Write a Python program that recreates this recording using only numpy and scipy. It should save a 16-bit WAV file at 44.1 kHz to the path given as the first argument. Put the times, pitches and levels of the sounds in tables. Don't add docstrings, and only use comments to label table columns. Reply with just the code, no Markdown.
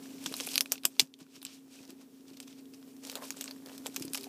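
import sys
import numpy as np
from scipy import signal
from scipy.fft import rfft, irfft
from scipy.io import wavfile
from scipy.ndimage import uniform_filter1d

SR = 44100
rng = np.random.default_rng(int(sys.argv[2]) if len(sys.argv) > 2 else 0)


def nominal_scale(level):
    x = np.asarray(level, float) / 20
    return 10 ** x


def transcribe(u):
    v = np.clip(np.atleast_2d(u).T, -1, 1)
    q = np.round(v * 32767).astype(np.int16)
    wavfile.write(sys.argv[1], SR, q)


N = 189100

# time in seconds, nominal level of the body band over one ms in dB,
# ring frequency in Hz, bass share in dB, treble share in dB (shares relative to the body band).
CREASE_SNAPS = [(.0578, -52.5, 1840, 5, -4), (.2408, -47, 8960, -3, 5), (.2611, -25.5, 3370, -6.5, -8),
                (.2647, -29.5, 5950, -5.5, -3.5), (.3256, -41, 2670, 2, 2), (.3403, -32, 4200, -3.5, -5),
                (.3411, -30.5, 4460, -13, -7), (.3669, -40, 5460, -25, 8), (.3905, -48, 3750, -15, -16),
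                (.4013, -27.5, 3480, -10, -13), (.4062, -32, 2380, -10, -4), (.408, -33.5, 5860, -4.5, -5),
                (.4691, -39.5, 10000, -24, 11), (.474, -33.5, 2470, -5.5, -3), (.489, -33, 3400, -16, -5),
                (.5344, -39, 5040, -2, -5), (.5419, -32, 4690, -24, -7), (.5605, -37, 2840, 0.5, -3),
                (.5824, -41, 4480, 1, 11), (.614, -42, 5040, -15, 16), (.659, -32.5, 2370, -5, -8),
                (.7154, -38.5, 3040, -7, -20), (.7247, -28, 6330, -2.5, 9), (.732, -34, 4520, -19, -7),
                (.7566, -35, 2540, -6, -25), (.7798, -34.5, 4240, -32, -13), (.8356, -33.5, 3730, -12, -4),
                (.8434, -37, 3230, 2, -13), (.861, -38, 9000, 2, 15), (.9666, -43.5, 2710, 1.5, -22),
                (1.0728, -47, 5600, -15.5, -4), (1.14, -31.5, 3480, -32.5, -15), (1.19, -49, 3330, -3.5, 4),
                (1.2086, -46.5, 6430, -2, -2), (1.2284, -42.5, 4970, -16, -14), (1.2663, -52, 2400, 4, -8),
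                (1.364, -39.5, 3360, -2.5, -16), (1.4172, -34.5, 3860, -21, -10),
                (1.4197, -40, 5070, -15, -3), (1.429, -35, 2760, -4, 5), (1.4512, -25, 7550, -37, 3),
                (1.4577, -36, 2700, -4.5, -11), (1.4663, -27.5, 3620, -34, -23),
                (1.7889, -43.5, 2580, -15, -11), (1.8305, -45, 6460, -19, -7),
                (1.8527, -42.5, 5850, -28, -7), (1.8778, -47, 4180, -12, 0), (1.9052, -39.5, 4730, -15, 1),
                (2.0127, -50.5, 5560, -3.5, 1), (2.2082, -52.5, 2940, -12, -16),
                (2.2819, -48.5, 4780, -22, -8), (2.3031, -49.5, 4220, -16, -7),
                (2.3343, -48, 4570, -23, -6), (2.371, -44, 3550, -27, -5), (2.3726, -42.5, 4560, -21, -10),
                (2.4023, -32.5, 8040, -12, 0), (2.4045, -47, 6400, -3, -16), (2.428, -43, 4760, -19, -2),
                (2.477, -48.5, 6850, -10, 0), (2.4804, -42, 3380, -10, -7), (2.528, -45, 2800, -19, -12),
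                (2.6101, -58, 4450, -20, 1), (2.6562, -50.5, 3280, -18, -5),
                (2.7377, -45.5, 5170, -11, -1.5), (2.7442, -48.5, 6850, -10, -11),
                (2.828, -48.5, 3100, -1.5, -11.5), (2.9658, -50.5, 4740, -16, -2.5),
                (3.0393, -44, 4670, -2, -10), (3.0508, -35, 6640, -27, -3.5), (3.0706, -39, 6200, -11, 1),
                (3.0983, -29, 4340, -15, -5.5), (3.1167, -38, 3830, -22, 3), (3.155, -28, 4120, -5, -1.5),
                (3.1576, -40, 7060, -6, 4), (3.1715, -40.5, 3760, -5, -20), (3.223, -48.5, 2670, 11, -2),
                (3.2539, -46, 3190, -9, 5), (3.3058, -25, 6200, -10, -3), (3.3228, -41, 5300, -9, -14),
                (3.3431, -55, 2710, 9.5, -12), (3.3691, -46, 7880, -2, 5), (3.3898, -48, 2670, -19, 3),
                (3.4105, -28.5, 2380, -8.5, -21), (3.412, -36, 6300, -13, 10),
                (3.4229, -39, 2970, -22, -19), (3.4421, -35.5, 7400, -8, 4), (3.458, -42, 7580, -1, 1.5),
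                (3.4786, -32, 3800, -19, -29), (3.4843, -43.5, 4350, 0, -7),
                (3.5107, -32.5, 4540, -10.5, -9), (3.5628, -55, 1810, 6, 2), (3.661, -40.5, 4200, -8, -2),
                (3.695, -44, 2970, -3, -14), (3.7798, -39.5, 5250, -14, 1.5), (3.861, -31.5, 3100, 0.5, -8),
                (3.8669, -30.5, 7100, -30, 3), (3.9454, -44, 8700, -6, 1), (3.9628, -27, 3300, -11, 1.5),
                (3.967, -30.5, 3000, -7, -6.5), (3.998, -42, 5170, -6, 4), (4.023, -35.5, 6850, -21, 1.5),
                (4.0253, -33, 5330, -13, -2), (4.0526, -44, 5210, -18, 8.5), (4.0806, -38.5, 4660, -7, -14),
                (4.1345, -32, 6500, -11, 6.5), (4.1414, -47, 8960, -18, 12), (4.1466, -27, 5130, -17, -1.5),
                (4.1493, -27.5, 2900, -7.5, -5), (4.1543, -31.5, 5680, -1, 2), (4.1571, -35, 6120, -19, -8),
                (4.1675, -38, 7020, -16, -10), (4.1753, -34, 6030, -8, 3), (4.1795, -36.5, 2520, -8, -12),
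                (4.185, -44, 4260, -8, -11), (4.2102, -39.5, 4910, -13, 0), (4.233, -40.5, 4570, -15, 1),
                (4.2394, -38, 3700, -20, -16), (4.2427, -37, 5900, -11, -2)]
TAPE_JERKS = [(.557, -19.5, 5040, -24, -3), (.5793, -13.5, 4300, -18, -7), (.6084, -13, 5100, -17, -2),
              (.7205, -13.5, 5700, -18, 1), (.8514, -24, 8660, -9, 0), (.8535, -11, 3100, -9, 3),
              (.9962, -4, 3400, -16, -6), (.9978, -4.5, 4400, -17, -5), (1.0017, -22, 8100, -12, 4),
              (1.0032, -5, 3320, -25, -8)]
# start in seconds, peak before the high-pass in dB, pitch in Hz, nominal t60 in seconds.
BUMPS_AND_KNOCKS = [(0.26, -35.5, 306, 0.063), (0.314, -33.5, 380, 0.0075), (0.403, -36.5, 497, 0.035),
                    (0.472, -34.5, 730, 0.0094), (0.575, -37, 256, 0.0081), (0.617, -48, 262, 0.027),
                    (0.718, -31, 580, 0.01), (0.852, -31, 350, 0.037), (0.998, -25, 383, 0.037),
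                    (1.017, -23, 256, 0.074), (1.211, -32, 279, 0.058), (1.376, -40.0, 336, 0.016),
                    (1.459, -38, 221.0, 0.019), (1.805, -33.5, 245, 0.012), (1.889, -36.5, 340, 0.078),
                    (1.926, -38, 368, 0.038), (2.311, -39.5, 273, 0.019), (3.047, -48, 284, 0.039),
                    (3.154, -35, 587.0, 0.017), (3.17, -45, 905, 0.03), (3.185, -41, 1040, 0.032),
                    (3.205, -48, 950, 0.03), (3.222, -37, 1050, 0.045), (3.233, -39, 960, 0.035),
                    (3.242, -40.5, 1000, 0.026), (3.8, -40, 266, 0.0071), (3.886, -38, 390, 0.026),
                    (3.975, -40, 390, 0.042), (4.007, -30, 284, 0.024), (4.048, -31, 293, 0.018),
                    (4.073, -36, 284, 0.036), (4.104, -39.5, 323, 0.028), (4.267, -37.5, 754, 0.018)]
# frequency in Hz, relative gain in dB.
FILM_COLOUR = [(1500, -6.5), (2000, -8.5), (2400, -0.5), (3600, -1.5), (5500, -1), (6800, -4), (8000, -2.5),
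               (10000, -5.5), (12500, -4.5), (15000, -9.5)]
# frequency in Hz, relative gain in dB.
CARD_COLOUR = [(250, -28.5), (450, 5.5), (800, -1.5), (1300, -7.5), (1900, -8), (2600, -19.5)]
# frequency in Hz, relative density in dB.
AIR_COLOUR = [(25, -42), (60, -32.5), (100, -23), (165, -15), (210, -16), (280, -7.5), (350, -17.5),
              (410, -13), (460, -17.5), (510, -28), (1200, -37.5), (2200, -42), (4300, -41), (14800, -38.5)]
# frequency in Hz, level about which the tone wavers in dB rms.
HUM_TONES = [(269.2, -48.5), (240.8, -58.5)]
# frequency in Hz, t60 in seconds.
TAIL_DECAY = [(500, 0.15), (1500, 0.015), (3500, 0.048), (9000, 0.076), (15000, 0.09)]
# time in seconds, level in dB rms.
LOW_TONE_SWELL = [(4.13, -78), (4.2, -53), (4.29, -56.5)]
# time of the peak in seconds, rustle level in dB, rise in seconds, fall in seconds,
# card share in dB (relative to the rustle).
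FILM_AND_CARD_SWELLS = [(.02, -61, 0.13, 1.4, 0), (.3, -61, 0.085, 0.39, -10), (.405, -47, 0.35, 0.29, -18),
                        (.52, -50, 0.19, 0.16, -12), (.55, -48, .06, 0.073, -10),
                        (.617, -57, 0.13, 0.065, 1), (.74, -47, 0.034, 0.046, -0.5),
                        (0.855, -40.5, 0.01, 0.046, -9), (.92, -59, 0.093, 0.22, -2),
                        (1.012, -25.5, .012, 0.023, -22), (1.032, -48, 0.017, 0.059, -2),
                        (1.207, -47.5, 0.027, 0.052, -3.5), (1.358, -48, 0.11, 0.075, -9),
                        (1.459, -49.5, 0.034, 0.22, -10), (1.49, -46, .04, 0.062, -18),
                        (1.537, -49, 0.14, 0.085, -25), (1.73, -49.5, 0.054, 0.2, -14),
                        (1.84, -52.5, .03, .04, -11), (1.81, -62, 0.27, 0.29, 6),
                        (1.898, -49, 0.03, 0.045, -4.5), (2.017, -54, 0.046, 0.05, 0),
                        (2.131, -62.5, 0.12, 0.22, -16), (2.3, -63, 0.11, 0.41, -0.5),
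                        (2.285, -57, 0.021, 0.032, -12), (2.342, -58, .02, 0.033, -14),
                        (2.375, -52, 0.02, 0.023, -15), (2.41, -56, .02, 0.036, -2),
                        (2.431, -53, .015, 0.018, -12), (2.476, -53, 0.013, .02, -7),
                        (2.512, -54, 0.066, .08, -11), (2.59, -53, 0.053, 0.029, -15),
                        (2.744, -57, 0.031, .05, -12), (2.891, -66.5, .6, .6, -1),
                        (3.041, -54, 0.025, 0.17, 1), (3.083, -49.5, 0.074, 0.14, -3),
                        (3.163, -56.5, 0.041, 0.071, 13), (3.19, -64, .03, 0.033, 11),
                        (3.226, -58, 0.026, 0.047, 15.5), (3.243, -50, 0.03, 0.18, -6),
                        (3.373, -47.5, 0.025, 0.058, -4), (3.418, -54.5, 0.052, 0.21, -4.5),
                        (3.49, -61.5, 0.086, 0.21, 4), (3.672, -59, 0.081, 0.55, 3),
                        (3.867, -49, 0.036, 0.038, 4.5), (4.031, -55, 0.31, 0.25, -4.5),
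                        (4.177, -50, 0.042, 0.034, 0), (4.24, -56, .1, 0.1, -7),
                        (4.286, -68.5, 0.11, .1, 11)]
# time in seconds,
# crackly share from 0 (smooth swish) to 1.
CREASE_GRIP = [(0, 0.5), (.3, 0.5), (.45, 0.64), (1.05, 0.57), (1.2, .3), (1.4, 0.36), (1.49, 0),
               (1.54, 0.44), (1.85, 0.37), (2.0, 0.24), (2.3, 0.45), (2.55, 0.2), (2.8, .55), (3.05, 0.53),
               (3.24, 0.66), (3.4, 0.55), (4.29, 0.59)]

AIR_DB = -54
WAVER_DB, WAVER_HZ = 1.1, 30
LOW_TONE_HZ = 398
TREBLE_HZ, BASS_HZ = 7000, 1800
SWELL_DB = 20
REST_DB, CARD_REST_DB = -77.5, -71
SWISH_TREBLE_DB, CRACKLE_TREBLE_DB = -16.5, 9.5
MIDDLE_DB = -35
CREASE_FLUTTER_DB, TAPE_FLUTTER_DB = -6.5, -10
SOFT_FLUTTER = 0.3
EDGE_HZ = 15200


def unit_rms(x):
    return x / np.sqrt(np.mean(x ** 2) + 1e-20)


def read(points, hz):
    f, value = np.transpose(points)
    return np.interp(np.log(hz + 1), np.log(f + 1), value)


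def add(mix, s, sound):
    part = mix[max(round(s * SR), 0):][:len(sound)]
    part += sound[:len(part)]


def coloured(x, points):
    gain = nominal_scale(read(points, np.fft.rfftfreq(len(x), 1 / SR)))
    return irfft(rfft(x) * gain, len(x))


def body_and_treble(x):
    low = signal.butter(4, TREBLE_HZ, fs=SR, output="sos")
    high = signal.butter(4, TREBLE_HZ, "high", fs=SR, output="sos")
    return signal.sosfilt(low, x), signal.sosfilt(high, x)


def wander(top_hz):
    t = np.arange(0, N + 64, 64) / SR
    rates = np.geomspace(top_hz / 30, top_hz, 24)
    slow = sum(np.sin(2 * np.pi * (f * t + rng.random())) / np.sqrt(f) for f in rates)
    return np.interp(np.arange(N) / SR, t, unit_rms(slow))


def causal(gain):
    log_gain = np.log(np.concatenate([gain, gain[-2:0:-1]]) + 1e-4)
    return gain * np.exp(-1j * signal.hilbert(log_gain).imag[:len(gain)])


def appliance_hum():
    t = np.arange(N) / SR
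    hum = np.zeros(N)
    for hz, db in HUM_TONES:
        level = np.sqrt(2) * nominal_scale(db + WAVER_DB * wander(WAVER_HZ))
        hum += level * np.sin(2 * np.pi * hz * t + 0.82 * wander(3.7))
    return hum


def room_tone():
    return nominal_scale(AIR_DB) * unit_rms(coloured(rng.standard_normal(N), AIR_COLOUR))


def swells():
    t = np.arange(0, N + 64, 64) / SR
    s, db, rise, fall, card_db = np.transpose(FILM_AND_CARD_SWELLS)[:, :, None]
    each = nominal_scale(db - SWELL_DB * np.maximum((s - t) / abs(rise), (t - s) / abs(fall)))
    film = np.sqrt((each ** 2).sum(0) + nominal_scale(REST_DB) ** 2)
    card = np.sqrt(((each * nominal_scale(card_db)) ** 2).sum(0) + nominal_scale(CARD_REST_DB) ** 2)
    return [np.interp(np.arange(N) / SR, t, level) for level in (film, card)]


def rustle(level):
    crackly = np.clip(np.interp(np.arange(N) / SR, *np.transpose(CREASE_GRIP)), 0, 1)
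    treble_db = SWISH_TREBLE_DB + (CRACKLE_TREBLE_DB - SWISH_TREBLE_DB) * crackly
    clumps = nominal_scale(3.7 * wander(120.0))
    sizes = nominal_scale(4.0 * np.minimum(rng.exponential(1, N), 3.5)) * rng.standard_normal(N)
    sizes *= rng.random(N) < 3000 * clumps / SR
    patch = rng.integers(0, 12, N)
    t = np.arange(64) / SR
    ticks = np.zeros(N)
    for k, hz in enumerate(np.geomspace(2300, 14000, 12)):
        ring = np.cos(2 * np.pi * hz * t) * np.exp(-t * hz / 2.0)
        ticks += signal.oaconvolve(sizes * (patch == k), unit_rms(ring))[:N]
    swish = clumps ** crackly * rng.standard_normal(N)
    drive = crackly * unit_rms(ticks) + np.sqrt(1 - crackly ** 2) * swish
    body, treble = body_and_treble(coloured(drive, FILM_COLOUR))
    return level * (unit_rms(body) + nominal_scale(treble_db) * unit_rms(treble))


def scrape(level):
    lumps = (rng.random(N) < 400 / SR) * rng.exponential(1, N)
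    grit = rng.standard_normal(N) * (0.5 + 2.9 * lumps)
    return level * nominal_scale(1.4 * wander(60.0)) * unit_rms(coloured(grit, CARD_COLOUR))


def snaps(rows, flutter_db):
    size = 1024
    out, t, hz = np.zeros(N), np.arange(size) / SR, np.fft.rfftfreq(size, 1 / SR)
    bursts = rng.standard_normal((len(rows), 2, size))
    crack_shape = (1 - np.exp(-t / 0.00008)) * np.exp(-t / 0.00026)
    flutter_shape = (1 - np.exp(-t / 0.00018)) * np.exp(-t / 0.0031)
    flutter_shape *= np.cos(np.pi * t / t[-1] / 2)
    bass, treble = hz <= BASS_HZ, hz >= TREBLE_HZ
    body = (hz > BASS_HZ) & (hz < TREBLE_HZ)
    for (s, db, ring_hz, bass_db, treble_db), (crack, flutter) in zip(rows, bursts):
        softness_db = np.clip(MIDDLE_DB - db, -10, 20)
        flutter_gain = nominal_scale(flutter_db + SOFT_FLUTTER * softness_db)
        burst = rfft(unit_rms(crack * crack_shape) + flutter_gain * unit_rms(flutter * flutter_shape))
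        resonance = 1 + 1.8 / (1 + ((hz - ring_hz) / (0.12 * ring_hz)) ** 2)
        gain = nominal_scale(read(FILM_COLOUR, hz)) * resonance
        for band, share_db in ((body, 0), (treble, treble_db), (bass, bass_db)):
            gain[band] *= nominal_scale(share_db) / np.linalg.norm((gain * burst)[band])
        gain *= hz ** 2 / (hz ** 2 + 400 ** 2)
        sound = irfft(burst * causal(uniform_filter1d(gain, size=9)))
        one_ms = np.sqrt(SR / 1000 * size / 2)
        add(out, s - 0.0003, nominal_scale(db) * one_ms * sound)
    return out


def room(x):
    out, turn = np.zeros(N), np.arange(N) / SR * 23
    for k in range(3):
        hz, t, z = signal.stft(rng.standard_normal(8192), SR, nperseg=128)
        decay = nominal_scale(-60 * t / read(TAIL_DECAY, hz)[:, None])
        tail = signal.istft(z * decay, SR, nperseg=128)[1]
        tail *= 1 - np.exp(-(np.arange(len(tail)) / SR / 0.00023) ** 2)
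        share = np.sqrt(2 / 3) * np.cos(np.pi * (turn + k / 3))
        out += signal.oaconvolve(x * share, tail / np.linalg.norm(tail))[:N]
    return out


def bumps_and_knocks():
    out, t = np.zeros(N), np.arange(4000) / SR
    for s, db, hz, t60 in BUMPS_AND_KNOCKS:
        cycles = np.sin(2 * np.pi * hz * t) + 0.71 * np.sin(2 * np.pi * hz * 0.6 * t)
        push = cycles * nominal_scale(-60 * t / max(t60, 0.008)) * (1 - np.exp(-(t / 0.0025) ** 2))
        add(out, s, nominal_scale(db) * push / abs(push).max())
    return signal.sosfilt(signal.butter(2, 110, "high", fs=SR, output="sos"), out)


def low_tone():
    s, db = np.transpose(LOW_TONE_SWELL)
    t = np.arange(N) / SR
    level = np.sqrt(2) * nominal_scale(np.interp(t, s, db, -120))
    return level * np.sin(2 * np.pi * LOW_TONE_HZ * t)


def scene():
    background = appliance_hum() + room_tone()
    film_level, card_level = swells()
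    rubbing = rustle(film_level) + scrape(card_level)
    film = snaps(CREASE_SNAPS, CREASE_FLUTTER_DB) + snaps(TAPE_JERKS, TAPE_FLUTTER_DB)
    reflected = nominal_scale(-8.5) * room(film)
    return (background + rubbing + film + reflected + bumps_and_knocks() + low_tone())[None]


def gain_control(dry):
    hop = 64
    threshold_db, slope = -31.5, 1.125
    fall_s, recover_s, late_s = 0.038, 1.465, 0.0061
    power_db = 10 * np.log10(uniform_filter1d(dry[0] ** 2, 300)[::hop] + 1e-12)
    fall, recover = np.exp(-hop / SR / fall_s), np.exp(-hop / SR / recover_s)
    duck_db, held = np.zeros(len(power_db)), 0.0
    for k, over_db in enumerate(np.maximum(power_db - threshold_db, 0) * slope):
        if over_db > held:
            held = over_db + (held - over_db) * fall
        else:
            held *= recover
        duck_db[k] = held
    late = np.arange(len(duck_db)) * hop + late_s * SR
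    return dry * nominal_scale(-np.interp(np.arange(N), late, duck_db))


def top_cut(x):
    return signal.sosfilt(signal.butter(12, 16620, fs=SR, output="sos"), x)


def record(dry):
    ducked = gain_control(dry)
    capsule = signal.sosfilt(signal.butter(1, 120, "high", fs=SR, output="sos"), ducked)
    edge_hz = [0, EDGE_HZ, EDGE_HZ + 120, 16580, 16700, SR / 2]
    edge = signal.firwin2(1201, edge_hz, [1, 1, nominal_scale(-24), nominal_scale(-30), 0, 0], fs=SR)
    mix = signal.oaconvolve(capsule, edge[None], "same")
    return top_cut(mix)


dry = scene()
out = record(dry)
transcribe(out)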